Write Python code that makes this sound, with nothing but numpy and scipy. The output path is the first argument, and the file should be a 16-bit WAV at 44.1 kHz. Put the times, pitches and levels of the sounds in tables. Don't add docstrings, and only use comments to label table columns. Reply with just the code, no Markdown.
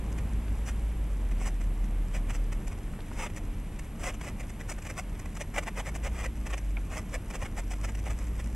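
import sys
import numpy as np
from scipy import signal
from scipy.fft import rfft, irfft
from scipy.io import wavfile
from scipy.ndimage import uniform_filter1d

SR = 44100
rng = np.random.default_rng(int(sys.argv[2]) if len(sys.argv) > 2 else 0)


def dump_mix(stems):
    frames = np.atleast_2d(stems).T
    limited = np.clip(frames, -1, 1)
    pcm = np.round(limited * 32767).astype(np.int16)
    wavfile.write(sys.argv[1], SR, pcm)


N = 377055
TIME, FREQS = np.arange(N) / SR, np.fft.rfftfreq(N, 1 / SR)

# [frequency_hz, relative_density_db]
FIZZ_COLOUR = [(3300, -34), (4300, -14), (4900, -4.5), (6100, .5), (6900, -2), (8000, 1), (9000, -6.5),
               (10000, -7.5), (11000, -13), (12500, -17.5), (14500, -21.5), (15800, -26)]


def amp(db):
    return 10 ** (np.asarray(db) / 20)


def unit(x):
    return x / np.sqrt(np.mean(x ** 2) + 1e-20)


def read(points, hz):
    f, value = np.transpose(points)
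    return np.interp(np.log(hz + 1), np.log(f + 1), value)


def curve(rows, axis=1):
    rows = np.asarray(rows)
    return np.interp(TIME, rows[:, 0], rows[:, axis])


def add(mix, start_s, sound):
    part = mix[max(round(start_s * SR), 0):][:len(sound)]
    part += sound[:len(part)]


def noise(gain):
    return unit(irfft(rfft(rng.standard_normal(N)) * gain, N))


def drift(hz):
    return noise(1 / (1 + (FREQS / hz) ** 4))


def colour(x, points, size=2048):
    hz = abs(np.fft.fftfreq(size, 1 / SR))
    log_gain = np.log(amp(read(points, hz)))
    spectrum = np.exp(signal.hilbert(log_gain).conj())
    ring = np.fft.ifft(spectrum).real[:size // 2]
    return signal.oaconvolve(x, ring / np.linalg.norm(ring))[:N]


def snaps(per_s, spread_db, size=N):
    height = amp(spread_db * np.minimum(rng.exponential(1, size), 4))
    sign = rng.choice([-1., 1.], size)
    return unit(height * sign * (rng.random(size) < per_s / SR))


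def tones(rows, waver_db):
    out = np.zeros(N)
    for hz, db, width_hz in rows:
        phase = 2 * np.pi * np.cumsum(hz + width_hz / 2 * drift(width_hz)) / SR
        out += np.sqrt(2) * amp(db) * np.sin(phase)
    return out * amp(waver_db * drift(3.9))


def rumble(trim_db=3.5, swell_db=0.74):
    # [frequency_hz, relative_density_db]
    rumble_colour = [(12, -16), (25, -5), (45, -0.5), (70, -4), (100, -4.5), (130, -11), (165, -9),
                     (200, -10.5), (280, -17), (400, -22), (700, -27.5), (1100, -30.5), (1600, -41),
                     (2500, -65)]
    # [time_s, level_db]
    rumble_level = [(0, -38.7), (.8, -41), (4.5, -43), (8.55, -43.3)]
    level_db = trim_db + curve(rumble_level) + swell_db * drift(5.5)
    return amp(level_db) * noise(amp(read(rumble_colour, FREQS)))


def hiss(waver_db=0.39):
    # [frequency_hz, relative_density_db]
    hiss_colour = [(900, -10), (1500, 0.9), (2200, 2.5), (3000, -2), (3800, -8), (4400, -13), (5500, -12.5),
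                   (6700, -14), (7400, -7), (8600, -12), (9800, -7), (11000, -17), (12500, -24),
                   (15800, -30)]
    # [time_s, level_db]
    hiss_level = [(0, -55), (1.5, -57), (8.55, -58.5)]
    level_db = curve(hiss_level) + waver_db * drift(11)
    return amp(level_db) * noise(amp(read(hiss_colour, FREQS)))


def engine(trim_db=-0.6, octave_db=-22):
    # [time_s, pitch_hz, level_db]
    engine_course = [(0, 54.37, -32), (.95, 52.98, -30.5), (1.33, 41.7, -27.5), (2.5, 38.02, -29.5),
                     (3.1, 30, -46), (4.0, 27, -46), (4.5, 38, -43.5), (5.65, 40, -43), (5.8, 46.03, -33.5),
                     (6.2, 60.48, -35), (6.8, 44.96, -32.5), (7.4, 36, -44), (7.8, 49.03, -33),
                     (8.15, 54.77, -33.5), (8.55, 56.3, -32.5)]
    phase = 2 * np.pi * np.cumsum(curve(engine_course)) / SR
    note = np.sin(phase) + amp(octave_db) * np.sin(2 * phase)
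    return np.sqrt(2) * amp(trim_db + curve(engine_course, axis=2)) * note


def hums():
    # [pitch_hz, level_db, width_hz]
    hum_tones = [(29.2, -46.5, 2), (45.1, -42, 3.9), (219, -56.5, 6.1), (301, -58.5, 5.98)]
    return tones(hum_tones, waver_db=2.0)


def whine():
    # [pitch_hz, level_db, width_hz]
    whine_tones = [(6143, -80, 20), (9022, -77, 6), (9092, -78, 10), (11367, -70, 1), (11397, -79.5, 12),
                   (11400, -82, 90)]
    return tones(whine_tones, waver_db=0.4)


def sizzle(puffs_per_s=55, puff_s=.0016, spread_db=1.5, steady_power=0.31):
    # [time_s, level_db]
    sizzle_level = [(0, -69), (3, -68.5), (7.6, -64.5), (8.1, -59.5), (8.55, -59)]
    decay = np.exp(-np.arange(900) / SR / puff_s)
    puffs = signal.oaconvolve(snaps(puffs_per_s, spread_db) ** 2, decay)[:N]
    power = abs(puffs) / np.mean(puffs) + steady_power
    return amp(curve(sizzle_level)) * np.sqrt(power) * snaps(8000, 2.5)


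def ticks(per_s=7, db=-78):
    return amp(db) * colour(snaps(per_s, 1.5), FIZZ_COLOUR)


def shower(size, snaps_per_s=6500, spread_db=3.8, echo=0.27, echo_s=.004, clump_db=1.28):
    pops = snaps(snaps_per_s, spread_db, size)
    delays_s = rng.uniform(.0003, echo_s, 3)
    echoes = sum(echo * np.roll(pops, round(delay * SR)) for delay in delays_s)
    pops = unit(pops + echoes)
    pops /= np.sqrt(abs(uniform_filter1d(pops ** 2, size=300)) + 0.069)
    clumps = unit(uniform_filter1d(rng.standard_normal(size), size=130))
    return pops * amp(clump_db * clumps)


def flare(t, length_s, swell_share=0.62, power=1.94):
    share = np.where(t < 0, swell_share, 1 - swell_share)
    return np.exp(-(abs(t) / (length_s * share)) ** power)


def depth(peak_s, length_s):
    doublings = np.log2(length_s / .025)
    age_s = peak_s - 5
    return .1 + 1.1 * doublings + .45 * age_s


def sparks(body_db=0.22, fizz_db=0.2, split_hz=1400, sizzle_body_db=-.5, sizzle_fizz_db=-3.3):
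    # [peak_s, level_db, length_s, fizz_against_body_db]
    showers = [(0.128, -54.5, 0.0056, 3.5), (0.188, -44.5, 0.012, -7), (0.688, -40.5, 0.037, -6),
               (1.319, -48, 0.016, -8), (1.43, -48.0, 0.065, -5.5), (1.476, -39.0, 0.037, -7),
               (1.616, -45.5, 0.013, -9), (1.845, -49.5, 0.006, -4), (2.151, -41.5, 0.02, -7.5),
               (2.166, -41.5, 0.032, -8.5), (2.307, -40.0, 0.026, -10), (2.355, -44.0, 0.032, -4.5),
               (2.53, -42.0, 0.014, -7), (2.679, -46.5, 0.014, -2.5), (2.726, -47.5, 0.022, -10.5),
               (3.165, -51, 0.07, -9), (3.2, -39.5, 0.038, -9), (3.238, -37.5, 0.055, -8.5),
               (3.268, -38, 0.017, -13), (3.302, -51, 0.0065, -4), (3.365, -47.5, 0.007, 0.5),
               (3.377, -43.5, 0.023, -6), (3.796, -43.5, 0.01, -5), (4.018, -48, 0.045, -7),
               (4.042, -35.5, 0.017, -9), (4.076, -37.5, 0.056, -7), (4.098, -38.5, 0.031, -12),
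               (4.146, -45.5, 0.016, -8), (4.216, -41.0, 0.013, -11), (4.247, -45.5, 0.032, -6),
               (4.285, -40.5, 0.038, -9), (4.409, -44.0, 0.023, -7.5), (4.437, -49.0, 0.013, -16),
               (4.502, -47.0, 0.014, -5), (4.611, -44.5, 0.022, -10), (4.703, -39.5, 0.025, -5),
               (4.721, -39.0, 0.015, -7), (4.788, -44.5, 0.013, -10), (4.827, -49.0, 0.01, -2.5),
               (4.855, -43.5, 0.012, -7), (4.871, -39.5, 0.017, -8), (4.907, -40.5, 0.024, -7),
               (4.992, -37.0, 0.032, -6.5), (5.154, -48.5, 0.007, -15), (5.199, -46.5, 0.009, -2),
               (5.26, -42, 0.0083, -11), (5.356, -48.0, 0.009, -3), (5.373, -39.0, 0.013, -9),
               (5.416, -36.0, 0.023, -7.5), (5.547, -43.0, 0.016, -10), (5.563, -34.0, 0.012, -11),
               (5.585, -30.5, 0.026, -11), (5.636, -44.0, 0.017, -5), (5.682, -34.5, 0.026, -13),
               (5.792, -37.5, 0.041, -9.5), (5.805, -37, 0.02, -15), (5.872, -39.5, 0.029, -9),
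               (5.891, -41.5, 0.024, -9), (5.96, -40.5, 0.022, -6), (6.05, -40.0, 0.028, -8),
               (6.071, -36.5, 0.026, -11.5), (6.162, -48.5, 0.07, -10), (6.208, -40.5, 0.052, -10),
               (6.246, -37.5, 0.023, -11), (6.262, -36.0, 0.016, -11), (6.471, -40, 0.021, -9.5),
               (6.51, -42.5, 0.024, -10), (6.54, -34.5, 0.02, -14), (6.583, -41.5, 0.015, -5.5),
               (6.937, -43.0, 0.053, -10), (6.981, -39.0, 0.041, -8), (7.15, -36.5, 0.03, -8.5),
               (7.311, -43, 0.018, -8), (7.354, -37.0, 0.029, -9.5), (7.429, -41.5, 0.035, -9),
               (7.461, -38.5, 0.022, -14.5), (7.586, -39.5, 0.026, -7), (7.6, -42.0, 0.018, -6),
               (7.72, -42.0, 0.024, -5), (7.738, -43.5, 0.012, -10), (7.849, -39.5, 0.026, -7),
               (7.896, -43.0, 0.028, -9), (7.953, -42, 0.0085, -8.5), (7.99, -49.0, 0.025, -8),
               (8.076, -42.5, 0.041, -13), (8.112, -41.0, 0.022, -8.5), (8.216, -51.0, 0.07, -10),
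               (8.402, -41.0, 0.021, -10.5)]
    # [frequency_hz, relative_density_db]
    body_colour = [(200, -22.5), (380, -4.5), (550, 2.5), (780, 0.2), (1020, -2.5), (1250, -2.5),
                   (1600, -7), (1900, 0.1), (2450, -2.5), (3000, -9.5), (3500, -15), (4300, -26.5),
                   (5500, -50)]
    bead = sizzle()
    deep, crack = amp(sizzle_body_db) * bead, amp(sizzle_body_db) * bead
    fizz = amp(sizzle_fizz_db) * bead
    t = np.arange(-SR // 10, SR // 10) / SR
    for peak_s, db, length_s, treble_db in showers:
        depth_db = depth(peak_s, length_s)
        crackle = amp(db) * flare(t, length_s) * shower(len(t))
        start_s = peak_s + t[0]
        add(deep, start_s, crackle * amp(body_db + depth_db / 2))
        add(crack, start_s, crackle * amp(body_db - depth_db / 2))
        add(fizz, start_s, crackle * amp(fizz_db + treble_db))
    below = 1 / (1 + (FREQS / split_hz) ** 6)
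    body = irfft(below * rfft(deep) + (1 - below) * rfft(crack), N)
    return colour(body, body_colour) + colour(fizz, FIZZ_COLOUR)


def knocks(attack_s=0.00047):
    # [start_s, level_db, ring_hz, width_hz, t60_s]
    knock_rows = [(.481, -38.5, 1800, 1200, .015), (1.414, -38, 700, 450, .04),
                  (2.936, -41, 1198, 600, 0.022), (2.989, -36.5, 800, 600, .035),
                  (3.005, -38.5, 2800, 1100, .01), (3.114, -36, 750, 498, 0.032),
                  (6.769, -32, 2280, 300, 0.019), (6.772, -38.5, 998, 450, .06),
                  (7.782, -47, 1050, 130, .1)]
    out, t = np.zeros(N), np.arange(4096) / SR
    hz = np.fft.rfftfreq(len(t), 1 / SR)
    for start_s, db, ring_hz, width_hz, t60_s in knock_rows:
        resonance = 1 / (1 + ((hz - ring_hz) / width_hz) ** 2)
        random_phase = np.exp(2j * np.pi * rng.random(len(hz)))
        ring = unit(irfft(resonance * random_phase, len(t)))
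        envelope = amp(db - 60 * t / t60_s) * (1 - np.exp(-t / attack_s))
        add(out, start_s, ring * envelope)
    return out


def surroundings(x, db=-13, t60_s=0.088):
    t = np.arange(SR // 4) / SR
    hits = (rng.random(len(t)) < 2000 / SR) * (t > .002)
    taps = rng.standard_normal(len(t)) * hits * amp(-60 * t / t60_s)
    return x + amp(db) * signal.oaconvolve(x, taps / np.linalg.norm(taps))[:N]


def ports(airborne, electronic):
    # [frequency_hz, phase_rad]
    port_phase = [(450, 0), (1400, -0.11), (2100, -0.18), (3200, -0.3), (4400, -0.6), (5300, -.66),
                  (8000, -1.05), (11000, -1.5), (13500, -2), (16000, -1.5)]
    # [frequency_hz, level_db]
    port_apart = [(100, -90), (300, -63), (600, -39.5), (1300, -35), (2000, -23), (3000, -17.5),
                  (5000, -12), (7500, -11.5), (10500, -8), (13000, -1), (15000, 2)]
    phase = np.clip(read(port_phase, FREQS), -2.7, 2.7)
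    apart = amp(read(port_apart, FREQS)) * rfft(airborne * drift(150))
    mid = rfft(airborne + electronic)
    side = mid * 1j * np.tan(phase / 2) + apart
    return irfft(np.array([mid + side, mid - side]), N)


def scene():
    far = rumble() + hiss() + engine() + hums()
    near = surroundings(sparks() + ticks() + knocks())
    return ports(near + far, whine())


def record(dry, edge_hz=15750):
    lowpass = signal.firwin(511, edge_hz, window=("kaiser", 9), fs=SR)
    return signal.oaconvolve(dry, lowpass[None], "same")


dry = scene()
out = record(dry)
dump_mix(out)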